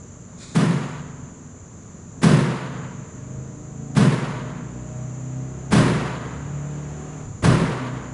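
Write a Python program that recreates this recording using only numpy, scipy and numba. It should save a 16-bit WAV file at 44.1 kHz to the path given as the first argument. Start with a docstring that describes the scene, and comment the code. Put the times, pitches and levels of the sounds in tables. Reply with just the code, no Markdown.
"""Lamps whine and a distant engine coasts: narrow-band hiss with buzz lines; exhaust orders, road noise, rumble.
A heavy door scrapes as it first swings (noise in uneven catches), then slams five times in a bare corridor.
Each slam is a latch strike, a crack and a crash carried on by decaying reflections, and the leaf's ringing modes.
From the first slams on the engine pulls; near the last one it changes up.
A gain control ducks under each slam throughout, and the top treble is cut."""
import sys
import numpy as np
from scipy import signal
from scipy.fft import rfft, irfft, next_fast_len
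from scipy.io import wavfile
from numba import njit

SR = 44100
rng = np.random.default_rng(int(sys.argv[2]) if len(sys.argv) > 2 else 0)


def wav_out(sig):
    """Save sig, one row per channel (or a flat mono array), as 16-bit PCM at SR to the path in sys.argv[1]."""
    wavfile.write(sys.argv[1], SR, np.round(np.clip(np.atleast_2d(sig).T, -1, 1) * 32767).astype(np.int16))


N = 358533
T = np.arange(N) / SR
RING = T[:SR * 3 // 2]  # time axis of one slam [s]

# Colours set only the spectrum's shape where the noise is scaled to rms 1.
# exhaust pattern: (multiple of cycle rate, level [dB])
EXHAUST_ORDERS = [(2, -5.5), (3, -13), (4, 2), (5, -0.5), (6, -4), (7, -2), (8, 3.5), (9, -3.5), (10, 2),
                  (12, 0.5), (15, -4), (17, -1), (20, -0.5), (24, -1.5), (28, -5.5)]
# exhaust as it comes through the building: (frequency [Hz], gain [dB])
EXHAUST_PATH = [(40, -19.5), (70, -0.5), (100, -12), (128, 2), (155, -1), (190, -10), (260, -11.5),
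                (350, -19.5), (470, -18.5), (540, -43), (620, -14.5), (690, -38), (750, -16.5), (900, -79)]
# mechanical rush colour: (frequency [Hz], density [dB per Hz])
RUSH_COLOUR = [(100, -13.5), (350, 6.5), (1200, 2), (2600, -8), (5000, -21.5), (10000, -27)]
# road noise colour: (frequency [Hz], density [dB per Hz])
ROAD_COLOUR = [(20, -14), (80, -4), (135, -1.5), (200, 0.5), (270, -5.5), (330, -9), (600, -12.5),
               (800, -18), (1150, -16.5), (2000, -26.5), (3200, -33.5), (5400, -35.5), (10000, -43.5)]
# low rumble colour: (frequency [Hz], density [dB per Hz])
RUMBLE_COLOUR = [(15, -30), (30, -5), (60, -1), (90, 8.5), (130, 6.5), (220, -31), (600, -68)]
# dull swells of the rumble: (time [s], level [dB], half length [s])
RUMBLE_SWELLS = [(6.5, -41, 0.12), (7.28, -32.5, 0.07)]
# lamp hiss colour: (frequency [Hz], density [dB per Hz])
LAMP_HISS_COLOUR = [(5000, -38), (5600, -6.5), (6100, 5.5), (6600, 7.5), (7100, 11.5), (7400, 7),
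                    (7800, -5), (8400, -16.5), (10500, -60)]
# lamp buzz lines: (multiple of BUZZ_HZ, mean level [dB])
BUZZ_LINES = [(34, -71), (35, -71), (36, -66), (37, -66), (38, -63), (39, -61), (40, -62), (41, -69)]
# door scrape colour: (frequency [Hz], density [dB per Hz])
SCRAPE_COLOUR = [(530, -40), (900, -3), (1230, 1), (2100, 1), (2460, 4), (2790, -11), (3700, 6), (6110, -1),
                 (7150, 5.5), (10100, -11), (11000, -29), (14300, -51), (22000, -120)]
# slams: (time [s], level [dB], panel boom [dB], bass weight [dB], body [dB], treble [dB],
#         latch lead [s], shudder length [s])
SLAMS = [(0.549, -16, 3.5, -8, 0, -2, 0.008, 0.27), (2.228, -8.5, -0.5, 1, 1.5, -1.5, 0.013, 0.3),
         (3.963, -11, 1.5, 0, 1, -2, 0.015, 0.21), (5.719, -8, -2.5, 2.5, 0.5, -2.5, 0.013, 0.3),
         (7.437, -9, -3.5, 6.5, 1, -3.5, 0.015, 0.26)]
# modes of the door leaf: (nominal frequency [Hz], level [dB], t60 [s])
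LEAF_MODES = [(109, -10.5, 0.53), (129.5, 0.5, 1.96), (153, -0.5, 1.9), (169.5, -1.5, 1.26),
              (184.2, -10, 2.43), (203.7, -1.5, 0.94), (219, -6, 0.15), (249.5, -9, 2.4),
              (281, -17.5, 0.42), (447.3, -14.5, 1.76), (465.6, -19, 0.5), (973, -29.5, 4),
              (1210, -22.5, 1.1), (2200, -31, 1.), (3900, -33, .9)]
# crash of leaf on frame: (frequency [Hz], density [dB per Hz])
CRASH_COLOUR = [(20, -12), (45, -2), (100, 6), (180, 15.5), (320, 6), (440, 3), (580, -0.5), (800, -5),
                (980, -0.5), (1350, -4), (1750, -4.5), (2500, -9.5), (5000, -14.5), (10500, -17)]
# first glancing reflections: (frequency [Hz], density [dB per Hz])
CRACK_COLOUR = [(40, -27), (200, 12), (1500, -23), (4000, 0), (10000, -9)]
# corridor decay: (frequency [Hz], t60 [s], time for which reflections keep the level up [s])
CORRIDOR_BANDS = [(80, .6, .12), (200, .75, .12), (500, 1.1, .15), (1200, 1.17, .17), (3000, 1.1, .11),
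                  (6000, .88, .045), (10000, .78, .02)]
# long, dull tail from the rest of the building: (frequency [Hz], level against the crash [dB])
FAR_TAIL = [(100, -33), (400, -29), (1200, -17), (3000, -24.5), (8000, -40)]

# cycle rate sags while coasting, then climbs ever less keenly
COAST_HZ, SAG_HZ_PER_S = 22.68, 1.3
PULL_S, PULL_HZ_PER_S, PULL_TIRES_S = 1.7, 3.39, 44
THROTTLE_OPENS_S = 2.27  # duration
# change up: revs drop by the ratio and climb slowly again
SHIFT_S, SHIFT_LENGTH_S, GEAR_RATIO, HIGH_GEAR_HZ_PER_S = 7.22, 0.3, 0.83, 0.7
# levels at full throttle and cruising rate, change with throttle shut, growth with revs or speed
CRUISE_HZ = 30
EXHAUST_DB, EXHAUST_SHUT_DB, EXHAUST_DB_PER_OCTAVE = -33, -7.5, 5.5
ROAD_DB, ROAD_SHUT_DB, ROAD_DB_PER_OCTAVE = -43.5, 0.5, 3.5
RUSH_DB, RUSH_DB_PER_OCTAVE = -53.5, 24
RUMBLE_DB, RUMBLE_WANDER_DB = -48, 1.5
BUZZ_HZ = 180.13  # three times the mains rate
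SCRAPE_S, SCRAPE_ATTACK_S, SCRAPE_DB, SCRAPE_FADE_DB_PER_S = 0.368, 0.057, -44, 59
BLOW_RISE_S, LATCH_RISE_S = 0.005, 0.006  # attacks rounded by distance
FAR_T60_S = 3.7
TOP_HZ = 10580


def undb(db):
    """Decibels to amplitude gain."""
    return 10 ** (np.asarray(db) / 20)


def unit(x):
    """Scale to rms 1."""
    return x / np.sqrt(np.mean(x ** 2))


def at_hz(rows, hz, axis=1):
    """Interpolate one table column on a log frequency axis."""
    rows = np.array(rows)
    return np.interp(np.log(np.maximum(hz, 1)), np.log(rows[:, 0]), rows[:, axis])


def tint(x, rows):
    """Filter x by a gain curve of (frequency [Hz], gain [dB])."""
    gain = undb(at_hz(rows, np.fft.rfftfreq(len(x), 1 / SR)))
    return irfft(rfft(x) * gain, len(x))


def noise(rows):
    """Coloured noise of full length, rms 1."""
    white = rng.standard_normal(next_fast_len(N))
    return unit(tint(white, rows)[:N])


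def burst(rows):
    """Coloured noise as long as one slam, rms 1."""
    return unit(tint(rng.standard_normal(len(RING)), rows))


def walk(rate_hz, t=T):
    """Slow random wander: Gaussian points at rate_hz, joined by straight lines."""
    return np.interp(t * rate_hz, np.arange(400), rng.standard_normal(400))


def ramp(start_s, length_s):
    """Straight rise from 0 to 1."""
    return np.clip((T - start_s) / length_s, 0, 1)


def rise(time_s):
    """Exponential approach from 0 to 1: a rounded start."""
    return 1 - np.exp(-RING / time_s)


def decay(t60_s, t=RING):
    """Exponential decay by 60 dB in t60_s."""
    return np.exp(-np.log(1000) * t / t60_s)


def add(out, x, start_s):
    """Mix x into out from start_s on."""
    i = int(start_s * SR)
    out[i:i + len(x)] += x[:N - i]


def drive():
    """Coast, pull, change up: cycle rate [Hz], road speed [low-gear cycle rate, Hz], throttle [0-1]."""
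    pulled_s = np.clip(T, PULL_S, SHIFT_S) - PULL_S
    coasting = COAST_HZ - SAG_HZ_PER_S * np.minimum(T, PULL_S)
    gained = PULL_HZ_PER_S * PULL_TIRES_S * (1 - np.exp(-pulled_s / PULL_TIRES_S))
    speed = coasting + gained
    shift = ramp(SHIFT_S, SHIFT_LENGTH_S)
    high_gear_climb = HIGH_GEAR_HZ_PER_S * np.maximum(T - SHIFT_S - SHIFT_LENGTH_S, 0)
    revs = speed * GEAR_RATIO ** shift + high_gear_climb
    throttle = ramp(PULL_S, THROTTLE_OPENS_S) * (1 - np.sin(np.pi * shift))  # lifts during the shift
    return revs, speed, throttle


def exhaust_orders(revs, flutter_db=4.0, rough=0.0018):
    """Multiples of the cycle rate move through the building's resonances; rms 1."""
    step = 10  # computed at a tenth of SR
    t, hz = T[::step], revs[::step]
    phase = 2 * np.pi * np.cumsum(hz * (1 + rough * walk(23, t))) * step / SR
    out = 0
    for k in range(2, 29):
        db = at_hz(EXHAUST_ORDERS, k) + at_hz(EXHAUST_PATH, k * hz) + flutter_db * walk(5, t)
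        out = out + undb(db) * np.sin(k * phase + 2 * np.pi * rng.random())
    return unit(signal.resample_poly(out, step, 1)[:N])


def engine():
    """Exhaust orders and load-dependent mechanical rush follow revs; road noise follows speed; rumble swells."""
    revs, speed, throttle = drive()
    rev_octaves, speed_octaves = np.log2(revs / CRUISE_HZ), np.log2(speed / CRUISE_HZ)
    shut = 1 - throttle
    exhaust_db = EXHAUST_DB + EXHAUST_SHUT_DB * shut + EXHAUST_DB_PER_OCTAVE * rev_octaves
    exhaust = exhaust_orders(revs) * undb(exhaust_db)
    road_db = ROAD_DB + ROAD_SHUT_DB * shut + ROAD_DB_PER_OCTAVE * speed_octaves
    road = noise(ROAD_COLOUR) * undb(road_db + 0.5 * walk(8.7))
    rush = noise(RUSH_COLOUR) * throttle * undb(RUSH_DB + RUSH_DB_PER_OCTAVE * rev_octaves)
    swells = sum(undb(db) * np.exp(-((T - s) / half_s) ** 2) for s, db, half_s in RUMBLE_SWELLS)
    rumble_gain = undb(RUMBLE_DB + RUMBLE_WANDER_DB * walk(3)) + swells
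    return exhaust + rush + road + noise(RUMBLE_COLOUR) * rumble_gain


def lamps(hiss_db=-51, waver_db=3):
    """Strip lights: narrow-band hiss plus wavering mains-harmonic lines."""
    drift = 0.5 * walk(27)  # phase shared by the lines [rad]
    lines = 0
    for k, db in BUZZ_LINES:
        level = undb(db + waver_db * walk(6.4))
        lines = lines + level * np.sin(2 * np.pi * k * BUZZ_HZ * T + drift + 1.2 * walk(3.5))
    return undb(hiss_db + 1.2 * walk(3.5)) * noise(LAMP_HISS_COLOUR) + lines


def scrape(grain_db=1.5):
    """The door's edge drags in uneven catches: noise with a quick onset, fading linearly in dB."""
    fade_db = SCRAPE_FADE_DB_PER_S * np.maximum(T - SCRAPE_S - SCRAPE_ATTACK_S, 0)
    level = undb(SCRAPE_DB - fade_db + grain_db * walk(110.4))
    return ramp(SCRAPE_S, SCRAPE_ATTACK_S) * level * noise(SCRAPE_COLOUR)


def contact(count=5, rebound=0.25, spread_s=0.08):
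    """Impulses of unit energy: one hard blow and a few rebounds of the leaf in its frame."""
    force = np.zeros(len(RING))
    force[0] = 1
    for when, size in zip(rng.random(count), rng.standard_normal(count)):
        force[int(when * spread_s * SR)] += rebound * np.tanh(size)
    return force / np.linalg.norm(force)


def corridor(patchy_db=1.0, lumpy_db=0.94):
    """Response to a blow: clustered reflections hold, then decay band by band into a far tail."""
    grain = burst(CRASH_COLOUR) * undb(patchy_db * walk(110.0, RING))
    hz, spectrum = np.fft.rfftfreq(len(RING), 1 / SR), rfft(grain)
    out = tint(burst(CRASH_COLOUR), FAR_TAIL) * decay(FAR_T60_S)
    centres_hz = np.array(CORRIDOR_BANDS)[:, 0]
    for (_, t60_s, hold_s), pick in zip(CORRIDOR_BANDS, np.eye(len(CORRIDOR_BANDS))):
        band_gain = at_hz(np.c_[centres_hz, pick], hz)  # triangular, overlapping bands
        band = irfft(spectrum * band_gain, len(RING))
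        echoes = undb(lumpy_db * walk(35.2, RING))
        held_time = np.hypot(RING, hold_s) - hold_s  # flat at first
        out = out + band * echoes * decay(t60_s, held_time)
    return out


def boom(shake_s, settle_s=0.017, rise_s=0.017, fade_s=0.16, detune=0.01127, wobble=0.94,
         ring_share=0.78, wander_rad=0.69):
    """The leaf's modes swell while it shudders in the frame, then ring out."""
    out = 0
    shudder_end = 1 + np.exp(np.minimum((RING - shake_s) / settle_s, 50))
    shudder = np.exp(-RING / fade_s) / shudder_end
    for hz, db, t60_s in LEAF_MODES:
        pitch_hz = hz + detune * min(hz, 200) * rng.standard_normal()
        swing = shudder * (1 + wobble * walk(25.4, RING)) + ring_share * decay(t60_s)
        # reflections from all sides make the phase wander
        phase = 2 * np.pi * (pitch_hz * RING + rng.random()) + wander_rad * walk(23.17, RING)
        out = out + undb(db) * swing * np.sin(phase.astype(np.float32))
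    return out * rise(rise_s)


def door(latch_db=-15, boom_db=-6, crash_db=-2.5, crack_db=-17, crack_s=0.026, latch_s=0.14, swell_db=0.5):
    """Each slam: latch, crack of early reflections, crash through the corridor, boom of the panel."""
    out, walls = np.zeros(N), corridor()
    for s, db, panel_db, bass_db, body_db, treble_db, lead_s, shake_s in SLAMS:
        crash = signal.fftconvolve(contact(), walls)[:len(RING)] * undb(swell_db * walk(25.3, RING))
        crack = burst(CRACK_COLOUR) * np.exp(-RING / crack_s)
        panel = undb(boom_db + panel_db) * boom(shake_s)
        blow = undb(crash_db) * crash + undb(crack_db) * crack + panel
        weight = [(100, bass_db), (150, 0), (370, body_db), (1000, 0), (6000, treble_db)]
        blow = tint(blow, weight) * rise(BLOW_RISE_S)
        latch = undb(latch_db) * tint(burst(CRASH_COLOUR), weight) * np.exp(-RING / latch_s)
        fade_out = rise(0.097)[::-1]
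        add(out, undb(db) * blow * fade_out, s)
        add(out, undb(db) * latch * rise(LATCH_RISE_S), s - lead_s)
    return out


def scene():
    """Engine, lamps and door at one microphone."""
    return (engine() + lamps() + scrape() + door())[None]


@njit
def follow(x, attack, release):
    """Envelope follower: fast rise, slow fall (coefficients per sample)."""
    out, e = np.empty(len(x)), 0.
    for i in range(len(x)):
        e += (abs(x[i]) - e) * (attack if abs(x[i]) > e else release)
        out[i] = e
    return out


def record(dry, knee_db=-13, attack_s=0.004, release_s=0.3, ahead_s=0.008):
    """Gain control ducks just ahead of each peak and recovers slowly; a steep low-pass cuts the top."""
    envelope = follow(dry[0], 1 / (attack_s * SR), 1 / (release_s * SR))
    envelope = np.interp(T + ahead_s, T, envelope)
    gain = np.sqrt(np.minimum(1, undb(knee_db) / (envelope + 1e-9)))  # two to one above the knee
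    low_pass = signal.ellip(10, 0.2, 70, TOP_HZ, fs=SR, output="sos")
    return signal.sosfilt(low_pass, dry * gain)


dry = scene()
out = record(dry)
wav_out(out)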